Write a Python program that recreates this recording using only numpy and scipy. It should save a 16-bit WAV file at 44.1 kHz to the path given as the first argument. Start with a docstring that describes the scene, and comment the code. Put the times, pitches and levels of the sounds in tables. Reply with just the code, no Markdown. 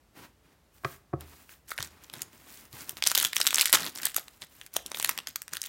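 """A trading card brushes softly, lands on a table and skids to rest; a hand bumps the table top.
Then a foil pack is slid off a pile, gripped, crinkled until its seam rips, and peeled open in single snaps.
Each move of the hands swells, holds and fades: slides hiss, squeezes crackle, creases buckle and snap,
and whole sides of the wrapper pop like small drums. It all plays close up in a small room."""
import sys
import numpy as np
from scipy import signal
from scipy.fft import rfft, irfft
from scipy.io import wavfile

SR = 44100
rng = np.random.default_rng(int(sys.argv[2]) if len(sys.argv) > 2 else 0)


def inscribe(sig):
    """Save sig as 16-bit PCM at rate SR to the path in sys.argv[1].

    A 1-D sig is mono; a 2-D sig holds one channel per row.
    Samples are clipped to [-1, 1] before scaling.
    """
    pcm = np.round(np.clip(np.atleast_2d(sig).T, -1, 1) * 32767)
    wavfile.write(sys.argv[1], SR, pcm.astype(np.int16))


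N = 250488
TIME = np.arange(N) / SR

# The bright tone of the foil. Each row: frequency in Hz, relative level in dB.
FOIL_TONE = [(60, -27), (140, -22), (450, -9), (900, -6), (1900, -2.5), (2500, -4), (3500, 2), (4800, -2),
             (7200, -3), (9300, -4), (10400, -7.5), (11800, -3.5), (16000, -12.5)]
# Fingers pick up the pack, work at the seam, pull the strip off and peel the foil open.
# Each row: start in seconds, hold in seconds, relative crinkle level in dB, relative skin rub in dB.
SQUEEZE_MOVES = [(1.693, 0.024, -44, -66), (1.785, 0.075, -45.5, -55), (2.037, .01, -52.5, -58),
                 (2.137, 0.084, -52.5, -52), (2.796, 0.016, -44.5, -68), (2.979, 0.0049, -47, -51.5),
                 (3.063, 0.049, -35, -53.5), (3.164, 0.1, -33, -50.5), (3.358, .14, -38.5, -54.5),
                 (3.551, .075, -31.5, -54.5), (3.658, 0.041, -36.5, -61), (3.75, 0.025, -31.5, -42),
                 (3.805, 0.07, -37, -43.5), (3.958, 0.034, -41, -52.5), (4.029, 0.048, -34.5, -54),
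                 (4.159, 0.029, -39.5, -58.5), (4.423, 0.008, -45.5, -54.5), (4.751, 0.015, -39, -52),
                 (4.865, 0.061, -60, -55.5), (4.96, 0.051, -41, -54.5), (5.04, 0.084, -42.5, -52.5),
                 (5.18, 0.011, -53, -52), (5.278, 0.012, -43, -59), (5.53, 0.025, -43.5, -51.5),
                 (5.634, .05, -42.5, -74)]


def crease_snaps(size=1024, lead_s=.003, facet_db=9, facet_q=2.2, tick_db=-18, ticks=3):
    """Each snap swells in for about a millisecond; a facet cracks over, flutters and shakes the sheet."""
    # The featured creases snapping through. Each row: time in seconds, relative level in dB,
    # pitch of the buckling facet in Hz, tilt in dB per octave.
    creases = [(1.2086, -36, 13000, 0.5), (1.493, -41.5, 1760, -3.5), (1.6941, -39, 8400, 0),
               (1.7175, -27, 1300, 0), (1.7792, -25, 1890, -0.5), (1.7873, -26, 1740, -6.5),
               (1.8049, -26.5, 1330, -2.5), (1.8269, -22.5, 5600, -1.5), (2.099, -36, 1200, -1.5),
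               (2.1381, -29.5, 11300, -3), (2.2191, -20, 3020, 6), (2.729, -39, 4860, 2),
               (2.894, -21.5, 12200, 1), (2.97, -32, 2960, -1), (3.0244, -14.5, 3180, -.5),
               (3.0388, -15.5, 5300, -1), (3.0646, -19, 1584, -1.5), (3.0685, -16.5, 4450, -0.5),
               (3.0726, -6, 5030, 4), (3.116, -15, 1640, 1.5), (3.1506, -11.5, 3312, 1.5),
               (3.1548, -11, 1040, 5), (3.1771, -9, 13600, 0), (3.1857, -14.5, 3820, 5),
               (3.2004, -14, 2600, 6), (3.2277, -16.5, 9800, 2), (3.2493, -10.5, 3712, 1.2),
               (3.3319, -20.5, 2370, 0.5), (3.3598, -21, 13000, 5.5), (3.3664, -11.5, 2364, 0.9),
               (3.403, -18.5, 9000, -3), (3.4144, -10.5, 4220, -0.5), (3.4679, -6.5, 1206, 5),
               (3.4734, -9.5, 13200, -1), (3.5072, -18, 3104, -1), (3.5294, -21.5, 1200, -1),
               (3.5446, -9.5, 6300, 1.5), (3.5577, -14.5, 8290, 1), (3.5834, -11.5, 1300, 1.5),
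               (3.5959, -13, 3775, 1.5), (3.6112, -6.5, 3080, 4), (3.6171, -10.5, 1190, 4.5),
               (3.6572, -10.5, 2120, 3), (4.0546, -9.5, 8900, 5.5), (4.0688, -19.5, 1260, 1),
               (4.145, -27, 11400, -1), (4.1645, -10, 1200, 6), (4.2821, -35.5, 1193, 1.5),
               (4.4199, -30.5, 7660, -6.5), (4.6136, -33, 1820, -2.3), (4.6641, -36.5, 1468, 2.5),
               (4.7658, -12, 2960, 7.5), (4.8623, -26, 5850, 1.5), (4.917, -25, 6300, -3.5),
               (4.9465, -23.5, 3473, -5), (4.9992, -20, 1122, 0), (5.0269, -20, 11500, 0),
               (5.0466, -11.5, 1840, 0.5), (5.0927, -11, 1200, 1.5), (5.1772, -23, 1660, 1.5),
               (5.188, -22.5, 2653, -1.5), (5.2719, -23, 5400, -3), (5.3591, -17, 1190, 5.5),
               (5.419, -26.5, 1380, 4), (5.4804, -32.5, 1755, 0.5), (5.535, -21.5, 1457, 3),
               (5.5692, -22.5, 1590, 1.5), (5.6172, -20.5, 6226, 5)]
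    out, t = np.zeros(N), np.arange(size) / SR - lead_s
    hz = np.fft.rfftfreq(size, 1 / SR) + 1
    phases = [(-19, .0011, t < 0), (0, .0007, t >= 0), (-9, .0026, t >= 0)]   # brief lead-in, flutter, sheet
    for start, level_db, facet_hz, tilt in creases + small_creases():
        flip = sum(from_db(db) * unit_rms(rng.standard_normal(size) * np.exp(-abs(t) / fade_s) * side)
                   for db, fade_s, side in phases)
        flip[int(lead_s * SR)] += .5 * np.sqrt(size)   # the crack
        detuning = facet_q * (hz / facet_hz - facet_hz / hz)
        resonance_db = 10 * np.log10(1 + from_db(facet_db) ** 2 / (1 + detuning ** 2))
        slope_db = tilt * np.log2(np.maximum(hz, 700) / facet_hz)
        tone = impulse_response(at_hz(FOIL_TONE, hz) + resonance_db + slope_db)
        snap = signal.fftconvolve(flip, tone)[:size]
        snap = from_db(level_db) * unit_energy(snap) * np.sqrt(SR / 1000)
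        add(out, start - lead_s, snap)
        # neighbouring creases give way with fainter ticks just before and after
        for delay, change_db in zip(rng.uniform(-.004, .018, ticks), rng.normal(0, 3, ticks)):
            chatter = unit_energy(rng.standard_normal(size // 64))
            add(out, start - lead_s + delay, from_db(tick_db + change_db) * np.convolve(snap, chatter))
    return out


def small_creases(count=12, per_s=80, above_crinkle_db=10, low_hz=1300, high_hz=11000):
    """Cues for crease_snaps: squeezes flip small creases at uneven intervals, louder when firmer."""
    cues = []
    for start, hold, crinkle_db, _ in SQUEEZE_MOVES:
        delays = (np.arange(count) + rng.random(count)) / per_s
        pitches = low_hz * (high_hz / low_hz) ** rng.random(count)
        levels = crinkle_db + above_crinkle_db + rng.standard_normal(count)
        cues += [(start + delay, db, hz, 0) for delay, db, hz in zip(delays, levels, pitches)
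                 if delay < hold]
    return cues


def seam_rip():
    """The tear runs along the seam in quick surges, each a volley of fractures."""
    # Surges of the tear. Each row: start in seconds, relative level in dB, length in seconds.
    surges = [(3.728, -4, 0.001), (3.729, -18, 0.0046), (3.7345, -14.5, 0.0065), (3.7435, -14, 0.0069),
              (3.7496, -19, 0.0078)]
    force = sum(from_db(db) * np.exp(-(2 * (TIME - start) / length - 1) ** 4)
                for start, db, length in surges)
    return coloured(force * crackle(per_s=5000, spread_db=3, hiss_db=-3), FOIL_TONE)


def handling():
    """Sliding card and foil hiss smoothly; a squeezed pack rustles in grains; skin rubs along with both."""
    # The card is carried and skids to rest; fingers find the pile, lift the pack, turn it and shift grip.
    # Each row: start in seconds, hold in seconds, relative hiss level in dB, relative skin rub in dB.
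    slides = [(0.168, 0.082, -59, -52), (0.443, 0.089, -93, -66), (0.748, 0.028, -61, -70),
              (0.856, 0.085, -50, -59), (1.215, 0.0035, -59, -51.5), (1.27, 0.16, -56.5, -61.5),
              (1.505, 0.025, -49.5, -64.5), (1.91, 0.37, -70, -60), (2.333, 0.33, -58, -60),
              (2.492, 0.11, -54, -95), (2.744, 0.086, -48, -53), (2.888, 0.014, -45.5, -53.5),
              (4.26, 0.11, -61.5, -65.5), (4.52, 0.13, -57, -66)]
    # The crisp tone of the rustle. Each row: frequency in Hz, relative level in dB.
    rustle_tone = [(200, -18.5), (800, -9.5), (1600, -1), (2500, -2.5), (3500, -5), (8500, -3), (10400, -4),
                   (16000, 0.5)]
    # The dull tone of rubbing skin. Each row: frequency in Hz, relative level in dB.
    skin_tone = [(30, -30.5), (70, -11), (130, -3.5), (270, 0), (500, -10), (1000, -6.5), (1600, -9.5),
                 (2500, -12), (8000, -23)]
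    slide, slide_rub = strokes(slides, attack_s=.016, release_s=.027)
    squeeze, squeeze_rub = strokes(SQUEEZE_MOVES, attack_s=.011, release_s=.022)
    sliding = crackle(per_s=510, spread_db=3, hiss_db=3.5)
    crinkling = crackle(per_s=700, spread_db=4, hiss_db=-14)
    rustle = coloured(slide * sliding + squeeze * crinkling, rustle_tone)
    rub = rng.standard_normal(N) * np.hypot(slide_rub, squeeze_rub)
    stick_slip = from_db(2.5 * drift(per_s=70))   # skin catches, so the rub swells unevenly
    return rustle + coloured(rub * stick_slip, skin_tone)


def wrapper_pops(overtone_db=-5):
    """A whole side of the wrapper flips over the air inside and is damped at once by the fingers."""
    # Drum-like flips of the wrapper. Each row: start in seconds, relative level in dB, pitch in Hz.
    flips = [(1.718, -19, 1300), (1.786, -21, 1800), (3.74, -20, 380), (4.165, -20, 1270),
             (4.181, -23, 780), (4.765, -16, 703), (4.859, -36.5, 320), (5.093, -19.5, 1045)]
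    out, t = np.zeros(N), TIME[:SR // 10]
    for start, level_db, hz in flips:
        drum = ring(t, hz, t60=.011) + from_db(overtone_db) * ring(t, 1.6 * hz, t60=.007)
        # so small a sheet radiates little below its own pitch
        add(out, start, from_db(level_db) * filtered(drum, hz / 2, "high"))
    return out


def table_knocks(tick_db=-2, tick_s=.003):
    """The table top ticks and rings; a soft contact reaches only its low modes."""
    # Blows on the table. Each row: start in seconds, relative level in dB, hardness as a cut-off in Hz.
    blows = [(0.836, -41, 1800), (0.8453, -36, 2500), (0.8473, -21.5, 4550), (0.8545, -23, 495),
             (1.13, -30.5, 680), (1.1352, -12, 400), (1.1483, -31, 120), (1.795, -21, 100),
             (2.168, -39, 199), (2.733, -31.5, 192), (2.927, -40, 400)]
    # Modes of the table top. Each row: frequency in Hz, relative level in dB, seconds to fall 60 dB.
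    modes = [(78.5, -25.5, 0.55), (134.4, -10.5, 0.11), (331, -4.5, 0.04), (400, -5.5, 0.029),
             (541, -16, 0.073), (706, -3, 0.039), (1114, 1.5, 0.033), (1204, -2, 0.043),
             (1290, -5.5, 0.066), (1620, 1.5, 0.016), (2000, -5.5, 0.017), (2380, -5.5, 0.025)]
    out, t = np.zeros(N), TIME[:SR // 2]
    top = sum((-1) ** k * from_db(db) * ring(t, hz, t60) for k, (hz, db, t60) in enumerate(modes))
    for start, level_db, contact_hz in blows:
        tick = from_db(tick_db) * rng.standard_normal(len(t)) * np.exp(-t / tick_s)
        add(out, start, from_db(level_db) * filtered(top + tick, contact_hz, "low"))
    return out


def small_room(direct, early_db=-20, tail_db=-19):
    """Quick reflections from the table and shelves, then a short tail that dies sooner in the treble."""
    # The room's decay. Each row: frequency in Hz, seconds to fall 60 dB.
    decay = [(200, .38), (4000, .29), (16000, .22)]
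    t, edges_hz = TIME[:SR // 2], np.geomspace(50, 18000, num=9)
    tail = 0
    for low, high in zip(edges_hz, edges_hz[1:]):
        band = filtered(rng.standard_normal(len(t)), [low, high], "band")
        centre_hz = np.sqrt(low * high)
        tail += band * from_db(-60 * t / at_hz(decay, centre_hz)) / np.hypot(1, centre_hz / 8000)
    tail *= t > .007   # pre-delay
    early = rng.standard_normal(len(t)) * np.exp(-t / .004) * (t > .0015)
    echoes = from_db(tail_db) * unit_energy(tail) + from_db(early_db) * unit_energy(early)
    return direct + signal.fftconvolve(direct, echoes)[:N]


def room_air():
    """A steady, dark hush lies under everything."""
    # The tone of the quiet room. Each row: frequency in Hz, relative level in dB.
    air_tone = [(20, -28), (55, 8), (120, -2), (850, -12.5), (3000, -21), (16000, -28.5)]
    return coloured(rng.standard_normal(N), air_tone)


def crackle(per_s, spread_db, hiss_db, facets=6):
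    """Clumps of tiny fractures of unequal size, each coloured by its own facet, over a smooth hiss."""
    sizes = from_db(spread_db * np.minimum(rng.exponential(1, N), 3.5))
    breaks = rng.random(N) < per_s * from_db(3 * drift(per_s=90)) / SR   # the rate wanders about per_s
    facet_of, grains = rng.integers(0, facets, N), 0
    decay = np.exp(-1 / (.0004 * SR))   # 0.4 ms per grain
    for k, hz in enumerate(np.geomspace(1200, 11000, facets)):
        bursts = signal.lfilter([1], [1, -decay], sizes * breaks * (facet_of == k) + 1e-18)
        octave = [hz / np.sqrt(2), hz * np.sqrt(2)]
        grains += filtered(bursts * rng.standard_normal(N), octave, "band", order=1)
    return unit_rms(unit_rms(grains) + from_db(hiss_db) * rng.standard_normal(N))


def strokes(moves, attack_s, release_s):
    """Envelopes of rustle and rub through a run of hand moves: each swells, holds and fades."""
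    rustle, rub = 0, 0
    for start, hold, rustle_db, rub_db in moves:
        swell = np.minimum(TIME - start, 0) / attack_s
        fade = np.maximum(TIME - start - hold, 0) / release_s
        envelope = np.exp(swell - fade) + 1e-9
        rustle += from_db(rustle_db) * envelope
        rub += from_db(rub_db) * envelope
    return rustle, rub


def ring(t, hz, t60):
    """A struck mode that falls 60 dB in t60 seconds."""
    return np.sin(2 * np.pi * hz * t) * 1000 ** (-t / t60)


def drift(per_s):
    """A random wander with a spread of about 1."""
    knots = rng.standard_normal(8192)
    return np.interp(TIME * per_s, np.arange(len(knots)), knots)


def coloured(x, tone):
    """Equalise with a tone curve; white noise keeps its power."""
    pulse = impulse_response(at_hz(tone, np.fft.rfftfreq(4096, 1 / SR)))
    return signal.fftconvolve(x, unit_energy(pulse))[:len(x)]


def impulse_response(gain_db):
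    """The tightest causal pulse with this spectrum (minimum phase)."""
    cepstrum = irfft(np.log(from_db(gain_db)))
    cepstrum[1:len(cepstrum) // 2] *= 2
    cepstrum[len(cepstrum) // 2 + 1:] = 0
    return irfft(np.exp(rfft(cepstrum)))


def filtered(x, hz, kind, order=2):
    """A gentle low-, high- or band-pass."""
    return signal.sosfilt(signal.butter(order, hz, kind, fs=SR, output="sos"), x)


def at_hz(curve, hz):
    """Read a curve on a log-frequency axis."""
    curve = np.array(curve)
    return np.interp(np.log(hz + 1), np.log(curve[:, 0]), curve[:, 1])


def add(out, start_s, sound):
    """Mix a sound in at its cue."""
    stretch = out[int(start_s * SR):][:len(sound)]
    stretch += sound[:len(stretch)]


def from_db(db):
    """Decibels to gain."""
    return 10 ** (np.asarray(db) / 20)


def unit_rms(x):
    """Scale to a mean power of 1."""
    return x / np.sqrt(np.mean(x ** 2) + 1e-20)


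def unit_energy(x):
    """Scale to a total energy of 1."""
    return x / np.linalg.norm(x)


def scene():
    """Foil, hands and table in the room, over its quiet air, in mono."""
    air = from_db(-64.5) * room_air()
    hands = from_db(-0.47) * handling() + from_db(-1.2) * table_knocks()
    foil = from_db(1.5) * seam_rip() + from_db(-2.5) * wrapper_pops() + from_db(-0.76) * crease_snaps()
    return (small_room(foil + hands) + air)[None]


def record(dry, rumble_hz=45, ceiling=.9, top_hz=16000):
    """The microphone drops the deepest rumble, the highest peaks are rounded and the top is cut."""
    rounded = ceiling * np.tanh(filtered(dry, rumble_hz, "high") / ceiling)
    steep_low_pass = signal.ellip(10, .2, 70, top_hz, fs=SR, output="sos")
    return signal.sosfilt(steep_low_pass, rounded)


dry = scene()
out = record(dry)
inscribe(out)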